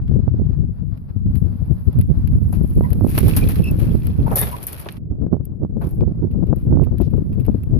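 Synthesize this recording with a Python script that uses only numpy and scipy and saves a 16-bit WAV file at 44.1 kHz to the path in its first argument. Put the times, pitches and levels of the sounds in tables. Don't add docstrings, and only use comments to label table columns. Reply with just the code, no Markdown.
import sys
import numpy as np
from scipy import signal
from scipy.fft import rfft, irfft, next_fast_len
from scipy.io import wavfile
from scipy.ndimage import uniform_filter1d

SR = 44100
rng = np.random.default_rng(int(sys.argv[2]) if len(sys.argv) > 2 else 0)


def int16_out(signal):
    q = np.round(np.clip(np.atleast_2d(signal).T, -1, 1) * 32767)
    wavfile.write(sys.argv[1], SR, q.astype(np.int16))


N = 343539
TIME = np.arange(N) / SR
LEFT, RIGHT = 0, 1

# time_s, rustle_db, sizzle_db
CLOTH = [(0.0, -65, -72), (0.3, -84.5, -77), (0.45, -71.5, -68.5), (1.1, -91.5, -68.5), (1.45, -70.5, -60),
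         (2.42, -71, -55.5), (2.6, -64, -49.5), (3.03, -55.5, -46.5), (3.09, -43, -31), (3.15, -35, -32),
         (3.42, -36.5, -36.5), (3.6, -45.5, -43), (4.22, -52.5, -52.5), (4.45, -46.5, -38.5),
         (4.8, -41.5, -42), (4.98, -50.5, -64), (5.0, -99, -78.5), (5.76, -91, -73), (5.88, -74.5, -42.5),
         (6.05, -81, -71.5), (7.79, -66.5, -61)]
# frequency_hz, density_db
RIG_COLOUR = [(400, 5), (800, -14), (1400, -16), (1950, -17.5), (2450, -14.5), (3060, -20), (3900, -24),
              (5800, -28.5), (7100, -35.5), (8600, -35), (10200, -14.5), (11800, -8), (14400, -16),
              (15500, -41)]
# start_s, crack_db, sizzle_db, belly_db, crack_t60_s
SNAPS = [(1.366, -54, -40.5, -54, 0.15), (2.525, -32.5, -29.5, -27.5, 0.12), (3.176, -12.5, -13, -9, 0.058),
         (3.278, -20, -18.5, -25, 0.11), (3.364, -13.5, -8, -23, 0.095), (3.485, -26, -24.5, -32, 0.2),
         (3.552, -25, -33, -50, 0.085), (3.786, -34, -33.5, -40, 0.28), (4.262, -61, -40, -30.5, 0.62),
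         (4.312, -48, -29, -18.5, 0.22), (4.358, -27, -10.5, -24, 0.34), (4.414, -23, -28, -20.5, 0.17),
         (4.468, -33.5, -34, -31, 0.34), (4.626, -34, -22, -43, 0.096), (4.67, -25.5, -16.5, -42, 0.1),
         (4.723, -31, -18.5, -48, 0.06), (4.795, -33, -27, -71, 0.11), (4.859, -50, -60, -20.5, 0.076),
         (4.885, -54, -54, -28, 0.043), (5.81, -44, -47.5, -29, 0.33), (6.565, -55, -52.5, -55, 0.59),
         (7, -38.5, -53, -35, 0.13)]
# start_s, level_db
JOLTS = [(4.355, -25), (4.389, -16.5), (4.404, -33.5)]


def from_db(db):
    return 10 ** (np.asarray(db) / 20)


def unit_rms(x):
    return x / np.sqrt(np.mean(x ** 2) + 1e-20)


def in_time(rows):
    times, *columns = np.transpose(rows)
    return [np.interp(TIME, times, column) for column in columns]


def at_hz(points, hz):
    points_hz, points_db = np.transpose(points)
    return np.interp(np.log(hz), np.log(points_hz), points_db)


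def butter(x, hz, kind, order=2):
    return signal.sosfilt(signal.butter(order, min(hz, .45 * SR), kind, fs=SR, output="sos"), x)


def drift(rate_hz, channels=1):
    step = 20
    size = N // step + 2
    hz = np.fft.rfftfreq(size, step / SR)
    slow = irfft(rfft(rng.standard_normal((channels, size))) / (1 + (hz / rate_hz) ** 2) ** 2)
    return np.array([np.interp(np.arange(N) / step, np.arange(len(row)), unit_rms(row)) for row in slow])


def noise(colour, low_hz, high_hz, airborne=True):
    # frequency_hz, side_over_mid_db
    width = [(60, 17), (150, -1.5), (380, -18), (950, 4), (2380, 1), (5980, -1.5), (12000, -0.5)]
    # frequency_hz, left_over_right_db
    balance = [(120, -4), (240, -3.5), (480, -6), (1300, 3), (2400, 1), (4400, -10.5), (8100, 6.5),
               (12000, 3.5)]
    size = next_fast_len(N, True)
    hz = np.fft.rfftfreq(size, 1 / SR) + 1
    left, right = rfft(rng.standard_normal((2, size)))
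    if airborne:
        mid, side = left, right * from_db(at_hz(width, hz))
        lean = from_db(at_hz(balance, hz) / 2)
        left, right = (mid + side) * lean, (mid - side) / lean
    edges = 1 / np.sqrt((1 + (low_hz / hz) ** 8) * (1 + (hz / high_hz) ** 8))
    spectrum = np.array([left, right]) * from_db(at_hz(colour, hz)) * edges
    return unit_rms(irfft(spectrum, size)[:, :N])


def add(out, start_s, sound):
    start = max(round(start_s * SR), 0)
    out[..., start:start + sound.shape[-1]] += sound[..., :N - start]


def burst(level_db, t60_s, attack_s):
    t = TIME[:SR // 2]
    return (from_db(level_db - 60 * t / max(t60_s, .01)) * (1 - np.exp(-t / attack_s))) ** 2


def ring(clicks, modes, scatter_db):
    out, struck = np.zeros((2, N)), np.flatnonzero(clicks)
    for hz, level_db, t60_s in modes:
        strength = from_db(level_db + scatter_db * rng.standard_normal((len(struck), 2)).T)
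        sign = rng.choice([-1, 1], (len(struck), 2)).T
        hits = np.full((2, N), 1e-18)
        hits[:, struck] = clicks[struck] * strength * sign
        radius, angle = from_db(-60 / (t60_s * SR)), 2 * np.pi * hz / SR
        out += signal.lfilter([0, np.sin(angle)], [1, -2 * radius * np.cos(angle), radius ** 2], hits)
    return out


def on_port(port, shadow_db):
    return np.where(np.arange(2) == port, 1, from_db(shadow_db))[:, None]


def airflow(shadow_db=-28, lee_db=-2.0):
    # time_s, level_db
    breeze = [(0, -26), (.6, -31), (.8, -37), (1.1, -36.5), (1.87, -30.5), (2.03, -30.5), (2.85, -24.5),
              (3.0, -25), (3.3, -20.5), (4.25, -26.5), (4.45, -27), (4.6, -40), (4.9, -40), (5.1, -31),
              (5.5, -38), (5.8, -32), (6.3, -27), (6.5, -32), (7.79, -27)]
    # middle_s, length_s, level_db, port
    gusts = [(0.144, 0.081, -11, LEFT), (0.244, 0.045, -22, LEFT), (0.28, 0.017, -13.5, RIGHT),
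             (0.338, 0.041, -14, LEFT), (0.409, 0.035, -11.5, RIGHT), (0.455, 0.054, -16, LEFT),
             (0.524, 0.047, -26.5, LEFT), (0.59, 0.14, -17, LEFT), (0.636, 0.07, -29.5, RIGHT),
             (0.689, 0.011, -14.5, LEFT), (0.766, 0.031, -31.5, LEFT), (0.869, 0.11, -20.5, LEFT),
             (1.165, 0.01, -21, LEFT), (1.276, 0.067, -20.5, RIGHT), (1.285, 0.19, -19.5, LEFT),
             (1.432, .14, -16.5, LEFT), (1.495, 0.022, -28.5, RIGHT), (1.618, 0.027, -14, LEFT),
             (1.712, 0.041, -13.5, LEFT), (1.887, 0.025, -12, LEFT), (1.992, 0.022, -10.5, LEFT),
             (1.993, 0.059, -14, RIGHT), (2.049, 0.018, -15, LEFT), (2.112, 0.046, -12.5, RIGHT),
             (2.17, 0.043, -26, LEFT), (2.204, 0.026, -16, RIGHT), (2.229, 0.09, -17, LEFT),
             (2.306, 0.03, -19.5, LEFT), (2.361, 0.019, -12, LEFT), (2.368, 0.11, -15.5, RIGHT),
             (2.462, 0.036, -14, RIGHT), (2.502, 0.053, -20.5, LEFT), (2.588, 0.055, -11.5, LEFT),
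             (2.653, 0.03, -17, LEFT), (2.677, 0.029, -25, RIGHT), (2.719, 0.014, -21.5, RIGHT),
             (2.777, 0.045, -14, LEFT), (2.779, 0.035, -13.5, RIGHT), (2.83, 0.045, -17, RIGHT),
             (2.937, 0.038, -14.5, LEFT), (3.036, 0.051, -12, RIGHT), (3.269, 0.099, -13, RIGHT),
             (3.442, 0.073, -16.5, RIGHT), (3.45, 0.099, -22, LEFT), (3.617, 0.044, -14.5, RIGHT),
             (3.727, 0.028, -20, RIGHT), (3.806, 0.11, -17.5, LEFT), (3.931, 0.058, -13.5, RIGHT),
             (4.078, 0.034, -18, LEFT), (4.185, 0.12, -20.5, RIGHT), (4.247, 0.091, -18.5, LEFT),
             (5.12, 0.017, -16.5, RIGHT), (5.227, 0.072, -22, LEFT), (5.342, 0.055, -20, RIGHT),
             (5.428, 0.058, -26.5, LEFT), (5.572, 0.16, -29.5, LEFT), (5.64, 0.036, -21, RIGHT),
             (5.772, 0.074, -21, LEFT), (5.858, 0.025, -18, RIGHT), (5.998, 0.073, -18, LEFT),
             (6.052, 0.079, -17, RIGHT), (6.245, 0.044, -17.5, RIGHT), (6.372, 0.054, -16, LEFT),
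             (6.431, 0.018, -13, LEFT), (6.51, 0.088, -16.5, LEFT), (6.703, 0.12, -18.5, LEFT),
             (6.755, 0.11, -13, RIGHT), (6.826, 0.071, -13.5, RIGHT), (6.921, 0.016, -17.5, LEFT),
             (7.015, 0.11, -15, LEFT), (7.16, 0.074, -14.5, LEFT), (7.285, 0.072, -22, RIGHT),
             (7.401, 0.081, -15.5, LEFT), (7.498, 0.026, -12.5, LEFT), (7.551, 0.011, -11.5, LEFT),
             (7.78, 0.099, -13.5, LEFT)]
    breeze_db, gust_power = in_time(breeze)[0], 0
    for middle_s, length_s, level_db, port in gusts:
        swell = np.exp(-np.minimum((2 * (TIME - middle_s) / length_s) ** 2, 20))
        gust_power = gust_power + (from_db(level_db) * on_port(port, shadow_db)) ** 2 * swell
        breeze_db = breeze_db + lee_db * (np.arange(2) != port)[:, None] * swell
    return 10 * np.log10(from_db(breeze_db) ** 2 + gust_power)


def wind(rumble_db=5.0, flutter_db=1.5, steepening=0.54, reference_db=-18,
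         rumble_lumps_db=3.5, flutter_lumps_db=5.5, edge_lumps_db=8.5):
    # time_s, brightness_db
    brightness = [(0, -4), (.7, -5.5), (1.0, -8.5), (2.5, -9), (3.0, 4.5), (4.5, 1.5), (5.0, 8), (5.4, 13),
                  (6.0, 6), (7.79, 1)]
    # frequency_hz, density_db
    colour = [(20, -18), (46, -3), (70, 0), (105, 0), (165, -5), (250, -12), (400, -22), (600, -35),
              (900, -50), (1400, -59.5), (2200, -66)]
    level_db = airflow()
    bright_db = in_time(brightness)[0] + steepening * (level_db - reference_db)
    lumps = 1.7 * np.tanh(drift(51, channels=2))
    lumps -= uniform_filter1d(lumps, size=SR // 9)
    air = noise(colour, 30, 1500, airborne=False)
    air /= np.sqrt(uniform_filter1d(air ** 2, size=SR // 20))
    below_flutter = signal.sosfiltfilt(signal.butter(3, 260, fs=SR, output="sos"), air)
    below_edge = signal.sosfiltfilt(signal.butter(3, 700, fs=SR, output="sos"), air)
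    rumble = below_flutter * from_db(rumble_db + rumble_lumps_db * lumps)
    flutter = (below_edge - below_flutter) * from_db(flutter_db + bright_db + flutter_lumps_db * lumps)
    edge = (air - below_edge) * from_db(bright_db + edge_lumps_db * lumps)
    return (rumble + flutter + edge) * from_db(level_db)


def ports(pressure, ceiling=0.98, muffle_hz=1700):
    return butter(ceiling * np.tanh(pressure / ceiling), muffle_hz, "low", order=5)


def water(ripple_db=3.0):
    # time_s, level_db
    wash = [(0, -51.5), (1.0, -58), (1.4, -52), (2.4, -49.5), (4.97, -44), (5.0, -69), (5.7, -67),
            (5.9, -58), (7.79, -54)]
    # frequency_hz, density_db
    colour = [(300, 11), (700, 2), (1300, -5.5), (2000, -14.5), (3000, -22), (5000, -21.5), (6500, -39)]
    level_db, = in_time(wash)
    return from_db(level_db + ripple_db * drift(18)) * noise(colour, 260, 7600, airborne=False)


def crinkle(per_s, spread_db, grain_s):
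    pops = rng.random(N) < per_s / SR
    power = pops * from_db(spread_db * np.minimum(rng.exponential(1, N), 4)) ** 2
    return unit_rms(np.sqrt(signal.lfilter([1], [1, -np.exp(-1 / (grain_s * SR))], power + 1e-18)))


def sail(rustle_gain_db=3.0, snap_body_db=-1.5, snap_sizzle_db=-7.0, crackle_db=-10.5):
    rustle_db, sizzle_db = in_time(CLOTH)
    folds = 0.13 + (from_db(crackle_db) * crinkle(per_s=47, spread_db=0.8, grain_s=0.009)) ** 2
    body_power = folds * from_db(rustle_db + rustle_gain_db) ** 2
    top_power = folds * from_db(sizzle_db) ** 2
    for start_s, crack_db, top_db, _, t60_s in SNAPS:
        add(body_power, start_s, burst(crack_db + snap_body_db, t60_s, attack_s=0.019))
        add(top_power, start_s, burst(top_db + snap_sizzle_db, t60_s, attack_s=0.0021))
    creases = .45 + .6 * crinkle(per_s=800, spread_db=3.5, grain_s=.001)
    body = np.sqrt(body_power) * noise(RIG_COLOUR, 800, 9000)
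    top = np.sqrt(top_power) * noise(RIG_COLOUR, 5400, 12000)
    return creases * (body + top)


def slides(gain_db=2.5, per_s=30, spread_db=1.5):
    # pitch_hz, level_db, t60_s
    modes = [(2600, 1, 0.013), (3330, -1, 0.0088), (4170, -4, 0.007), (5100, -10, 0.0061)]
    rustle_db, _ = in_time(CLOTH)
    strength_db = spread_db * np.clip(rng.standard_normal(N), -2, 2)
    knocks = (rng.random(N) < per_s / SR) * from_db(rustle_db + gain_db + strength_db)
    return ring(knocks, modes, scatter_db=4.5)


def fittings(tick_gain_db=-3.5, clack_gain_db=-4.0, rattle_gain_db=16.5):
    # start_s, tick_db, clack_db
    knocks = [(0.079, -46, -43.5), (0.974, -49, -47.5), (1.355, -29.5, -37.5), (1.929, -38.5, -46),
              (1.988, -29, -40), (2.012, -23.5, -34.5), (2.274, -30, -36.5), (2.904, -25, -39),
              (2.93, -19, -33), (3.178, -12, -13), (3.187, -4, -38), (3.355, -34, -36), (3.371, -19, -33),
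              (3.381, -18.5, -40), (3.488, -13, -33), (3.521, -29.5, -38), (3.557, -30, -30),
              (3.641, -22, -55), (3.711, -19.5, -40), (4.033, -38, -42), (4.069, -21, -30.5),
              (4.357, -3.5, -34), (4.374, -19, -26), (4.414, -3, -35), (4.429, -19, -23), (4.47, -33, -25),
              (4.513, -22, -42), (4.565, -24.5, -33), (4.668, -8.5, -45), (4.796, -28, -38),
              (4.887, -52, -21.5), (4.923, -26, -49), (5.453, -24.5, -53), (5.91, -32, -52),
              (6.006, -53, -39), (6.56, -33, -51.5), (6.848, -44, -50), (6.982, -32, -41.5),
              (7.016, -30, -43), (7.464, -29.5, -44), (7.634, -34.5, -45.5)]
    # pitch_hz, level_db, t60_s
    shackle_modes = [(10300, -7, .1), (11165, -5.5, .2), (11320, -14.5, .22), (11495, -5, .2),
                     (11660, -12.5, .2), (11805, -8, .2), (12050, -9, .14), (12420, -14.5, .14)]
    blows, tick_power, clack_power = np.zeros((3, N))
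    for start_s, tick_db, clack_db in knocks:
        add(tick_power, start_s, burst(tick_db + tick_gain_db, t60_s=0.013, attack_s=.0003))
        add(clack_power, start_s, burst(clack_db + clack_gain_db, t60_s=0.031, attack_s=.0003))
    for start_s, blow_db in JOLTS:
        add(blows, start_s, from_db([blow_db]))
        add(tick_power, start_s, burst(blow_db + rattle_gain_db, t60_s=0.027, attack_s=0.0062))
    ticks = np.sqrt(tick_power) * noise(RIG_COLOUR, 7400, 22000)
    clacks = np.sqrt(clack_power) * noise(RIG_COLOUR, 1200, 5700)
    return ticks + clacks + ring(blows, shackle_modes, scatter_db=3.5)


def eddies(gain_db=1.0, wake_db=-27, wake_s=0.0035, wake_hz=400, shadow_db=-22, lead_s=.012):
    # middle_s, level_db, pitch_hz, port
    crossings = [(0.115, -11.5, 131, LEFT), (0.192, -10.5, 102.4, LEFT), (0.279, -12.5, 200, RIGHT),
                 (0.398, -10.5, 131, RIGHT), (2.809, -4, 173, RIGHT), (3.01, -16.5, 317, RIGHT),
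                 (3.018, -17, 184, RIGHT), (3.046, -14, 265, RIGHT), (3.067, -9, 165, RIGHT),
                 (4.28, -14.5, 290, RIGHT), (4.32, -13, 250, LEFT), (5.266, -10, 115, LEFT),
                 (5.331, -16, 240, RIGHT), (5.343, -12, 181, RIGHT), (5.367, -17.5, 170, RIGHT),
                 (5.634, -22.5, 149.6, RIGHT), (5.649, -14.5, 199, RIGHT), (5.769, -14, 149, LEFT),
                 (6.009, -17, 258, LEFT), (6.035, -13.5, 204, RIGHT), (6.348, -19.5, 162, LEFT),
                 (6.427, -14, 150, LEFT), (6.529, -8, 233, LEFT), (6.535, -7.5, 170, LEFT),
                 (6.726, -3, 160, RIGHT), (6.772, -8.5, 195, RIGHT), (6.797, -10, 240, RIGHT),
                 (6.871, -23, 300, LEFT), (7.002, -8.5, 170, LEFT), (7.021, -17, 149, LEFT),
                 (7.139, -8.5, 150, LEFT), (7.483, -6, 162, LEFT)]
    out, t = np.zeros((2, N)), TIME[:SR // 16] - lead_s
    for middle_s, level_db, hz, port in crossings:
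        across = 2 * np.pi * hz * t
        core = across / (1 + across ** 2) ** 2
        churn = unit_rms(butter(rng.standard_normal(len(t)), wake_hz, "low"))
        wake = from_db(wake_db) * churn * (t > 0) * np.exp(-np.abs(t) / (2 * wake_s))
        pressure = (wake - core / core.max()) * from_db(level_db + gain_db)
        add(out, middle_s - lead_s, pressure * on_port(port, shadow_db))
    return out


def flaps(t60_ratio=0.78):
    # frequency_hz, density_db
    colour = [(400, 9.5), (850, 4.5), (1300, -6.5), (1900, -14), (2300, -15)]
    power = np.zeros(N)
    for start_s, _, _, belly_db, crack_t60_s in SNAPS:
        add(power, start_s, burst(belly_db, t60_ratio * crack_t60_s, attack_s=0.0045))
    return np.sqrt(power) * noise(colour, 180, 2100)


def squeaks(lag_s=0.00032):
    # middle_s, length_s, pitch_hz, level_db, octave_db
    creaks = [(2.851, 0.045, 980, -38, -12), (3.429, .026, 2420, -34.5, -33), (3.67, 0.067, 2636, -35, -20),
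              (4.273, 0.024, 923, -30.5, -35), (4.54, 0.034, 985, -30.5, -34)]
    slip, stick = np.tanh(drift(190, channels=2))
    quiver = .72 + .78 * (slip + 1j * stick)
    out = np.zeros(N)
    for middle_s, length_s, hz, level_db, octave_db in creaks:
        near = np.abs(TIME - middle_s) < 2 * length_s
        swell = np.exp(-(2 * (TIME[near] - middle_s) / length_s) ** 4)
        tone = quiver[near] * np.exp(2j * np.pi * hz * TIME[near])
        creak = np.real(tone + from_db(octave_db) * tone ** 2)
        out[near] += from_db(level_db) * np.sqrt(2) * swell * creak
    return np.array([np.interp(TIME - lag_s, TIME, out), out])


def clatter(level_db=-38, per_s=170, hold_s=0.07, t60_s=0.14):
    # pitch_hz, level_db, t60_s
    boom_modes = [(762, -1.5, 0.053), (1290, -7.5, 0.052), (1690, -6.5, 0.095), (1820, 0.5, .06),
                  (2040, -0.5, 0.047), (3630, -4, 0.11)]
    since_slam = TIME - JOLTS[0][0]
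    settling_db = -60 * np.clip(since_slam - hold_s, 0, 2 * t60_s) / t60_s
    bounces = (rng.random(N) < per_s / SR) * (since_slam > 0) * from_db(level_db + settling_db)
    return ring(bounces, boom_modes, scatter_db=3.5)


def block():
    # start_s, level_db
    knocks = [(6.311, -56), (6.467, -57), (6.835, -49), (7.105, -56.5), (7.166, -60), (7.327, -54.5),
              (7.399, -48.5), (7.45, -48.5)]
    power = np.zeros(N)
    for start_s, level_db in knocks:
        add(power, start_s, burst(level_db, t60_s=0.068, attack_s=0.00019))
    clink = noise([(2000, -7), (2600, 0), (3200, -11)], 1500, 4200)
    tick = noise(RIG_COLOUR, 9000, 15000)
    return np.sqrt(power) * (clink + tick)


def sheet(strands_per_s=150, ridge_db=10.0, shadow_db=-8):
    # time_s, level_db
    run = [(7.0, -81.5), (7.022, -60.5), (7.065, -64), (7.1, -79)]
    level_db = np.interp(TIME, *np.transpose(run), left=-200, right=-200)
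    strand_hz = strands_per_s * (1 + .2 * drift(60)[0])
    strands = np.sin(2 * np.pi * np.cumsum(strand_hz) / SR)
    hiss = noise(RIG_COLOUR, 3900, 5200, airborne=False)
    return from_db(level_db + ridge_db * strands) * hiss * on_port(LEFT, shadow_db)


def scene():
    buffeting = ports(wind() + eddies())
    rig = sail() + flaps() + fittings() + clatter() + slides() + block() + sheet() + squeaks()
    return buffeting + rig + water()


def record(dry, cutoff_hz=14900):
    return signal.sosfilt(signal.ellip(10, .2, 70, cutoff_hz, fs=SR, output="sos"), np.clip(dry, -1, 1))


dry = scene()
out = record(dry)
int16_out(out)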